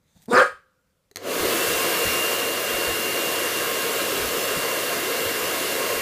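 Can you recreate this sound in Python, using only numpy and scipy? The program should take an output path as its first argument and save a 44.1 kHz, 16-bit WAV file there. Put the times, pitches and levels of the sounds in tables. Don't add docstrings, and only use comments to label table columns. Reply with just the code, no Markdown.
import sys
import numpy as np
from scipy import signal
from scipy.fft import rfft, irfft
from scipy.io import wavfile
from scipy.ndimage import uniform_filter1d

SR = 44100
rng = np.random.default_rng(int(sys.argv[2]) if len(sys.argv) > 2 else 0)


def transcribe(u):
    v = np.clip(np.atleast_2d(u).T, -1, 1)
    q = np.round(v * 32767).astype(np.int16)
    wavfile.write(sys.argv[1], SR, q)


def volts_from_decibels(level):
    exponent = np.asarray(level, float) / 20
    return 10 ** exponent


N = 265041
T = np.arange(N) / SR
ON_S = 1.16

# time in [s], whine level in [dB], nearness in [dB].
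HAND = [(1.55, -34.5, 0.5), (1.85, -36, 0), (2.2, -30, -0.5), (2.5, -34.5, -2.5), (3.19, -33, -2),
        (3.73, -37, -2), (4.2, -37.5, -2), (5.1, -39.5, -2.5), (5.35, -36.5, -2.5), (5.6, -39.5, -2),
        (6.02, -39.5, -2.5)]


def evened(x):
    return x / np.sqrt(np.mean(x ** 2) + 1e-20)


def read(points, hz):
    f, value = np.transpose(points)
    return np.interp(np.log(hz + 1), np.log(f + 1), value)


def curves(rows, t):
    s, *columns = np.transpose(rows)
    return [np.interp(t, s, column) for column in columns]


def add(mix, s, sound):
    part = mix[round(s * SR):][:len(sound)]
    part += sound[:len(part)]


def bump(t, middle, half):
    return np.exp(-((t - middle) / half) ** 2)


def highpass(x, hz):
    return signal.sosfilt(signal.butter(2, hz, "high", fs=SR, output="sos"), x)


def resonate(x, hz, width):
    turn = np.exp(2j * np.pi * np.cumsum(hz * np.ones(len(x))) / SR)
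    r = np.exp(-np.pi * width / SR)
    return 2 * (turn * signal.lfilter([1 - r], [1, -r], x / turn)).real


def twice(x, hz, width):
    return resonate(resonate(x, hz, width), hz, width)


def noise(spectrum, patchy_db, skirt_db=60):
    hz = np.fft.rfftfreq(2048, 1 / SR)
    a, b, patches = rng.standard_normal((N // 512 + 5, 1025, 3)).T
    patches = evened(uniform_filter1d(uniform_filter1d(patches, 20, 0), 6, 1))
    outside = np.log2(np.maximum(np.maximum(spectrum[0][0] / (hz + 1), hz / spectrum[-1][0]), 1))
    color_db = read(spectrum, hz) - 4 * skirt_db * outside
    z = (a + 1j * b) * volts_from_decibels(color_db[:, None] + patchy_db * patches)
    return evened(signal.istft(z, nperseg=2048, noverlap=1536)[1][:N])


def room(x, wet_db=-5, late_db=-44, late_t60=1.1):
    # frequency in [Hz], time to die away by 60 dB in [s].
    decay = [(120, 0.4), (240, 0.1), (500, 0.21), (1400, 0.24), (3000, 0.3), (8000, 0.26), (15000, 0.25)]
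    # frequency in [Hz], level in [dB].
    far_tail = [(250, -31.5), (520, -1), (800, -17), (1300, 5), (1750, -6), (2200, -22)]
    taps = np.zeros(SR)
    at = np.arange(200, SR - 20, 20)
    taps[at + rng.integers(0, 20, len(at))] = rng.choice([-1., 1.], len(at))
    hz, t, z = signal.stft(taps, SR, nperseg=256)
    early = volts_from_decibels(-60 * t / read(decay, hz)[:, None])
    late = volts_from_decibels(late_db + read(far_tail, hz)[:, None] - 60 * t / late_t60)
    tail = signal.istft(z * (early + late), SR, nperseg=256)[1]
    return x + volts_from_decibels(wet_db) * signal.fftconvolve(x, tail / np.linalg.norm(tail))[:N]


def standing_waves(x, level_db=3):
    # pitch in [Hz], level in [dB], time to die away by 60 dB in [s].
    modes = [(428, -9.5, 0.27), (520, -20, 0.18), (629, -5.5, 0.17), (1140, -0.5, 0.28), (1253, 0.5, 0.24),
             (1418, -4.5, .18), (1640, -4.5, .22), (1735, -8, .2), (515, -39, 0.8), (1136, -37, .8),
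             (1260, -39, .8), (1393, -40.5, .8), (1650, -39.5, .9)]
    t = np.arange(SR // 2) / SR
    rings = sum(volts_from_decibels(db - 60 * t / t60) * np.sin(2 * np.pi * hz * t) for hz, db, t60 in modes)
    return volts_from_decibels(level_db) / 500 * signal.fftconvolve(x, rings)[:N]


def background():
    # frequency in [Hz], level in [dB per Hz].
    color = [(18, -32.5), (30, 0), (133, -2.5), (187, 0), (379, -13), (518, -4), (673, -17), (1260, -15),
             (1820, -17.5), (13300, -25.5), (15500, -26.5)]
    return volts_from_decibels(-71.5) * noise(color, 1.2)


def bedding():
    # time in [s], level in [dB].
    drag = [
        (0, -87),
        (.1, -71),
        (.145, -71),
        (.17, -62),
        (.206, -67),
        (.23, -64),
        (.27, -77),
    ]
    # frequency in [Hz], level in [dB per Hz].
    cloth_color = [(530, -28), (900, 1), (1640, -7), (2040, -3), (3000, -19), (3710, 2), (5350, -14),
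                   (6360, 0), (9000, -10), (11700, -38), (19800, -120)]
    # time in [s], level in [dB], half length in [s].
    sinking = [
        (0.166, -51, 0.0091),
        (0.204, -54, .008),
        (.232, -58, .014),
        (0.277, -61, .02),
    ]
    # start in [s], peak in [dB], length in [s].
    fabric_snaps = [
        (.2185, -47, .004),
        (0.225, -46, .004),
        (.233, -51, .004),
        (0.238, -51, .004),
        (0.256, -43, .005),
        (.263, -50, .003),
    ]
    hiss_db, = curves(drag, T)
    top_db = -4 + 7 * np.clip((T - 0.21) / .06 + .5, 0, 1)
    weight = volts_from_decibels(0.34 * hiss_db - 45) + sum(volts_from_decibels(db) * bump(T, s, half) for s, db, half in sinking)
    rumble = noise([(60, 0), (170, 6), (350, -13), (900, -15)], 2.5)
    sheen = noise([(1500, -4), (9000, -3), (15000, -3)], 1.3)
    snaps = sum(volts_from_decibels(db - 11) * bump(T, s + length / 2, 0.39 * length) for s, db, length in fabric_snaps)
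    cloth = volts_from_decibels(hiss_db) * noise(cloth_color, 2.7) + (volts_from_decibels(hiss_db + top_db - 3) + snaps) * sheen
    return np.clip((.3 - T) / .02, 0, 1) * (cloth + weight * rumble)


def paws():
    # time in [s], peak in [dB], pitch in [Hz], time to die away by 60 dB in [s].
    steps = [(1.391, -42, 94, 0.3), (1.45, -51, 40, .2), (1.679, -38, 107, 0.18), (1.73, -46, 50.4, 0.18),
             (2.05, -38, 74.6, .25), (2.049, -29.5, 158, 0.084), (2.72, -44, 60, 0.24),
             (2.874, -37, 79, 0.19), (4.18, -47.5, 69.6, 0.77), (4.561, -33, 142, .13),
             (5.245, -46, 80, .25), (5.42, -48, 71, 0.15), (5.949, -48, 60.3, .2), (.5, -67, 69.6, .4)]
    out, t = np.zeros(N), np.arange(SR // 2) / SR
    shakes = rng.standard_normal((len(steps), len(t)))
    for (s, db, hz, t60), shake in zip(steps, shakes):
        sag = np.cumsum(hz * (0.94 + 0.38 * np.exp(-t / 0.036))) / SR
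        rumble = evened(resonate(resonate(shake, hz, 1.8 * hz), hz, 2.0 * hz))
        envelope = volts_from_decibels(db + 7.0 - 60 * t / t60) * (1 - np.exp(-t / 0.013))
        add(out, s, envelope * (np.sin(2 * np.pi * sag) + rumble))
    return out


def clicks():
    # time in [s], peak in [dB], level of the low push in [dB].
    snaps = [
        (0.032, -63, -10),
        (1.113, -39, -12),
        (1.1156, -48, 0),
        (1.1474, -57, -4),
        (1.1593, -16.5, -22),
        (1.17, -18.5, -25),
    ]
    # pitch in [Hz], level in [dB], time to die away by 60 dB in [s].
    plastic = [(720, -14, 0.019), (1420, -13, 0.012), (1930, 2, 0.0065), (4140, 4.5, 0.0065),
               (6500, 4, 0.0061), (8150, -1, .006), (11400, -16, .005), (14000, -16, .004)]
    out, t = np.zeros(N), np.arange(1200) / SR
    cracks = rng.standard_normal((len(snaps), len(t))) * volts_from_decibels(-1.0 - 60 * t / 0.0099)
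    spreads = rng.uniform(.93, 1.07, (len(snaps), len(plastic)))
    for (s, db, low_db), crack, spread in zip(snaps, cracks, spreads):
        ring = sum(volts_from_decibels(ring_db - 60 * t / t60) * np.sin(2 * np.pi * hz * k * t)
                   for (hz, ring_db, t60), k in zip(plastic, spread))
        ring = (ring + crack) * (1 - np.exp(-t / 0.00037))
        push = volts_from_decibels(low_db - 60 * t / 0.028) * np.sin(2 * np.pi * 420 * t)
        add(out, s, volts_from_decibels(db) * (ring / abs(ring).max() + push))
    return out


def between(shut, wide, opening):
    return shut + (wide - shut) * np.clip(opening, 0, 1)


def throat(t, hz, opening, rough, jitter, noises):
    halves = np.clip(.03 + 0.9 * bump(t, .34, .016), 0, 1)
    turns = np.cumsum(hz * (1 + .14 * rough * jitter)) / SR
    folds = sum(np.cos(np.pi * k * turns) * (halves if k % 2 else 1) for k in range(1, 24))
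    puffs, *eddies = evened((rough + np.exp(-(turns % 1) / 0.32)) * noises)
    drive = (1 - rough) * folds * np.sqrt(hz / SR) * 2 + rough * puffs
    deep = drive - 0.18 * rough * puffs
    chest = (1 - .45 * halves) * twice(deep, hz, 300)
    chest += halves * .6 * twice(drive, hz / 2, 150)
    chest += 0.74 * rough * twice(puffs, 0.85 * hz, 150)
    high_hz = between(894, 1257, opening)
    mouth = twice(drive, high_hz, 380) - 0.69 * twice(drive, 1.33 * high_hz, 430)
    level = lambda x: x / np.sqrt(uniform_filter1d(x ** 2, 900) + 1e-12)
    return level(chest) - volts_from_decibels(between(-28, 4, opening)) * level(mouth), eddies


def breath(t, effort_db, opening, spurts, eddies):
    # level with the mouth shut in [dB], level open in [dB], share of effort.
    strength = [(-41, -18.5, 1), (-40, -39, .7), (-34.5, -31, 0.55)]
    # frequency in [Hz], width in [Hz], level in [dB].
    rasp_bands = [(3500, 900, -4.5), (4850, 1100, 2), (7240, 380, 4.5), (8540, 760, 2), (10200, 900, -1.5),
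                  (12500, 4000, -12.5)]
    # middle in [s], half length in [s], pitch in [Hz], glide in [Hz per s], level in [dB].
    whistles = [
        (.315, .013, 3620, 0, -40),
        (.355, .01, 4950, -8000, -35),
        (.382, .024, 3850, -42000, -32),
        (.376, .009, 6250, 20000, -37),
        (.42, .012, 4500, -15000, -42),
    ]
    mid_db, upper_db, rasp_db = (between(shut_db, open_db, opening) + share * effort_db
                                 for shut_db, open_db, share in strength)
    rasp_db = rasp_db + 2.5 * spurts
    rasp = sum((-1) ** k * volts_from_decibels(db) * resonate(eddies[0], hz, width)
               for k, (hz, width, db) in enumerate(rasp_bands))
    out = volts_from_decibels(rasp_db) * evened(highpass(rasp, 3000))
    for s, half, whistle_hz, glide, db in whistles:
        out += volts_from_decibels(db) * bump(t, s, half) * evened(twice(eddies[1], whistle_hz + glide * (t - s), 270))
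    out += volts_from_decibels(mid_db) * evened(twice(eddies[2], 2300, 910))
    out += volts_from_decibels(upper_db) * evened(twice(eddies[3], 4400, 900))
    return out


def bark():
    # time in [s], effort in [dB], pitch in [Hz], mouth opening from 0 to 1.
    push = [
        (.28, -38.5, 203.4, 0),
        (.283, -28, 208, 0.04),
        (.306, -27, 269.6, 0.4),
        (.317, -18.5, 466.7, 0.5),
        (.333, -11.5, 460.3, .75),
        (.347, -17.5, 477.6, .95),
        (.386, -12.5, 512.3, 1),
        (.428, -17.5, 547.3, 0.96),
        (.455, -40, 520, 0.94),
    ]
    t = np.arange(push[0][0], .48, 1 / SR)
    effort_db, hz, opening = curves(push, t)
    rough = between(.03, .65, opening)
    chance = rng.standard_normal((SR // 2, 6))[:len(t)].T
    jitter = evened(uniform_filter1d(chance[0], 120))
    spurts = evened(uniform_filter1d(chance[0], 300))
    voice, eddies = throat(t, hz, opening, rough, jitter, chance[1:])
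    voice = volts_from_decibels(effort_db - 4.0) * voice + breath(t, effort_db, opening, spurts, eddies)
    out = np.zeros(N)
    add(out, t[0], highpass(voice, 90))
    return out


def fan_speed():
    since = np.maximum(T - ON_S, 0)
    slow_share, slow_s, quick_s = .6, .162, .092
    missing = slow_share * np.exp(-since / slow_s) + (1 - slow_share) * bump(since, 0, quick_s)
    return np.maximum(1 - missing, 1e-3)


def motor():
    # time in [s], blade rate at full speed in [Hz].
    full_speed = [(1.85, 2800), (2.2, 2793), (3.19, 2792), (3.73, 2782), (5.1, 2773), (6.02, 2781)]
    (full_hz,), (blade_db, _) = curves(full_speed, T), curves(HAND, T)
    blade_hz = full_hz * fan_speed()
    waver = evened(resonate(rng.standard_normal(N), blade_hz, 49))
    whine = np.sqrt(2) * np.sin(2 * np.pi * np.cumsum(blade_hz) / SR) + 0.17 * waver
    through = np.clip((fan_speed() - .875) / (.95 - .875), 0, 1) ** 2
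    hum_hz, hum_db = 100.3, -55.5
    unsteady = evened(resonate(resonate(rng.standard_normal(N), hum_hz, 5.3), hum_hz, 16))
    hum = unsteady * 0.48 + np.sin(2 * np.pi * hum_hz * T)
    return volts_from_decibels(blade_db) * through * whine + volts_from_decibels(hum_db) * hum * (T > ON_S)


def dryer():
    # level at full speed in [dB],
    # power of fan speed, share of nearness, jolt at the start in [dB].
    air_layers = [(-29.5, 2.23, 0.69, -55), (-28.5, 2.3, 1.13, -44.5), (-30.5, 2.55, 1.24, -48),
                  (-29, 3.1, 1.62, -62)]
    # frequency in [Hz], level in [dB per Hz].
    duct_color = [(18, -68), (30, -42), (65, -25.5), (91, -33), (123, -18.5), (243, -10), (461, 0.5),
                  (649, -6.5), (707, -7), (759, -16.5), (900, -23), (1170, -51), (1980, -120)]
    mid_color = [(480, -30), (820, -7.5), (871, -16), (920, -2.5), (1060, -2), (1230, -1), (1500, -3),
                 (1670, -3), (1910, -3.5), (2150, -3), (2510, -7), (2650, -6), (2700, -2), (3510, -14.5),
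                 (5940, -120)]
    nozzle_color = [(1710, -57), (2900, -5), (2930, -11), (3080, -8.5), (4260, -8), (5460, -11.5),
                    (7500, -12.5), (9750, -30), (16500, -120)]
    top_color = [(4410, -17.5), (7500, -5), (9270, -3), (13800, -2), (14700, -4), (15300, -3.5)]
    # pitch in [Hz], width in [Hz], level in [dB].
    casing = [(469, 55, -39), (553.5, 8.9, -39.5), (700, 14, -48), (1066, 18, -42.5), (1623, 59, -42),
              (2083, 40, -46), (4340, 46, -53)]
    since, near_db = np.maximum(T - ON_S, 0), curves(HAND, T)[1]
    gains = [volts_from_decibels(db + share * near_db) * fan_speed() ** power + volts_from_decibels(jolt_db - 60 * since / 0.18)
             for db, power, share, jolt_db in air_layers]
    gains[0] = gains[0] * volts_from_decibels(13.5 * np.exp(-since / 0.21))
    layers = zip(gains, (duct_color, mid_color, nozzle_color, top_color), (1.12, 1.24, 1.1, 0.82))
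    air = sum(gain * noise(color, patchy_db) for gain, color, patchy_db in layers)
    eddies = rng.standard_normal(N) * gains[1] * volts_from_decibels(31.0)
    for hz, width, db in casing:
        ringing = signal.lfilter(*signal.iirpeak(hz, hz / width, SR), eddies)
        air += volts_from_decibels(db) * ringing * np.sqrt(SR / np.pi / width)
    gusts = evened(uniform_filter1d(uniform_filter1d(rng.standard_normal(N), 2500), 1500))
    return np.clip(since / 0.016, 0, 1) * air * volts_from_decibels(0.12 * gusts)


def scene():
    dog = bark()
    echoing = room(dog) + standing_waves(dog) + room(clicks(), wet_db=-13) + room(dryer(), wet_db=-14.0)
    return np.tile(echoing + motor() + paws() + bedding() + background(), (2, 1))


def side_hiss():
    # middle in [s], lowest frequency in [Hz], highest frequency in [Hz], level in [dB].
    puffs = [(2.77, 13800, 15300, -40), (3.56, 11000, 13300, -38), (3.93, 9700, 11200, -39),
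             (4.44, 5160, 6500, -41), (4.44, 8300, 9700, -43), (4.44, 11000, 13300, -42),
             (4.86, 9600, 11200, -43), (4.975, 4200, 5200, -43), (5.115, 9600, 11200, -44),
             (5.28, 11700, 13300, -42), (5.465, 4570, 6300, -41), (5.72, 8900, 10400, -41),
             (5.72, 12400, 14000, -43)]
    side, size = np.zeros(N), 2048
    hz = np.fft.rfftfreq(size, 1 / SR)
    swell = np.sin(np.pi * np.arange(size) / size) ** 2
    for s, low_hz, high_hz, db in puffs:
        band = irfft(rfft(rng.standard_normal(size)) * (hz > low_hz) * (hz < high_hz))
        add(side, s - size / 2 / SR, volts_from_decibels(db) * evened(band) * swell)
    return side


def top_cut(x):
    return signal.sosfilt(signal.butter(12, 16540, fs=SR, output="sos"), x)


def record(dry):
    side = side_hiss()
    squeezed = 0.97 * np.tanh(dry / 0.96)
    lowpass = signal.firwin(301, 15330, window=("kaiser", 9), fs=SR)
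    cut = signal.oaconvolve(squeezed, lowpass[None], "same")
    return top_cut(cut + np.array([side, -side]))


dry = scene()
out = record(dry)
transcribe(out)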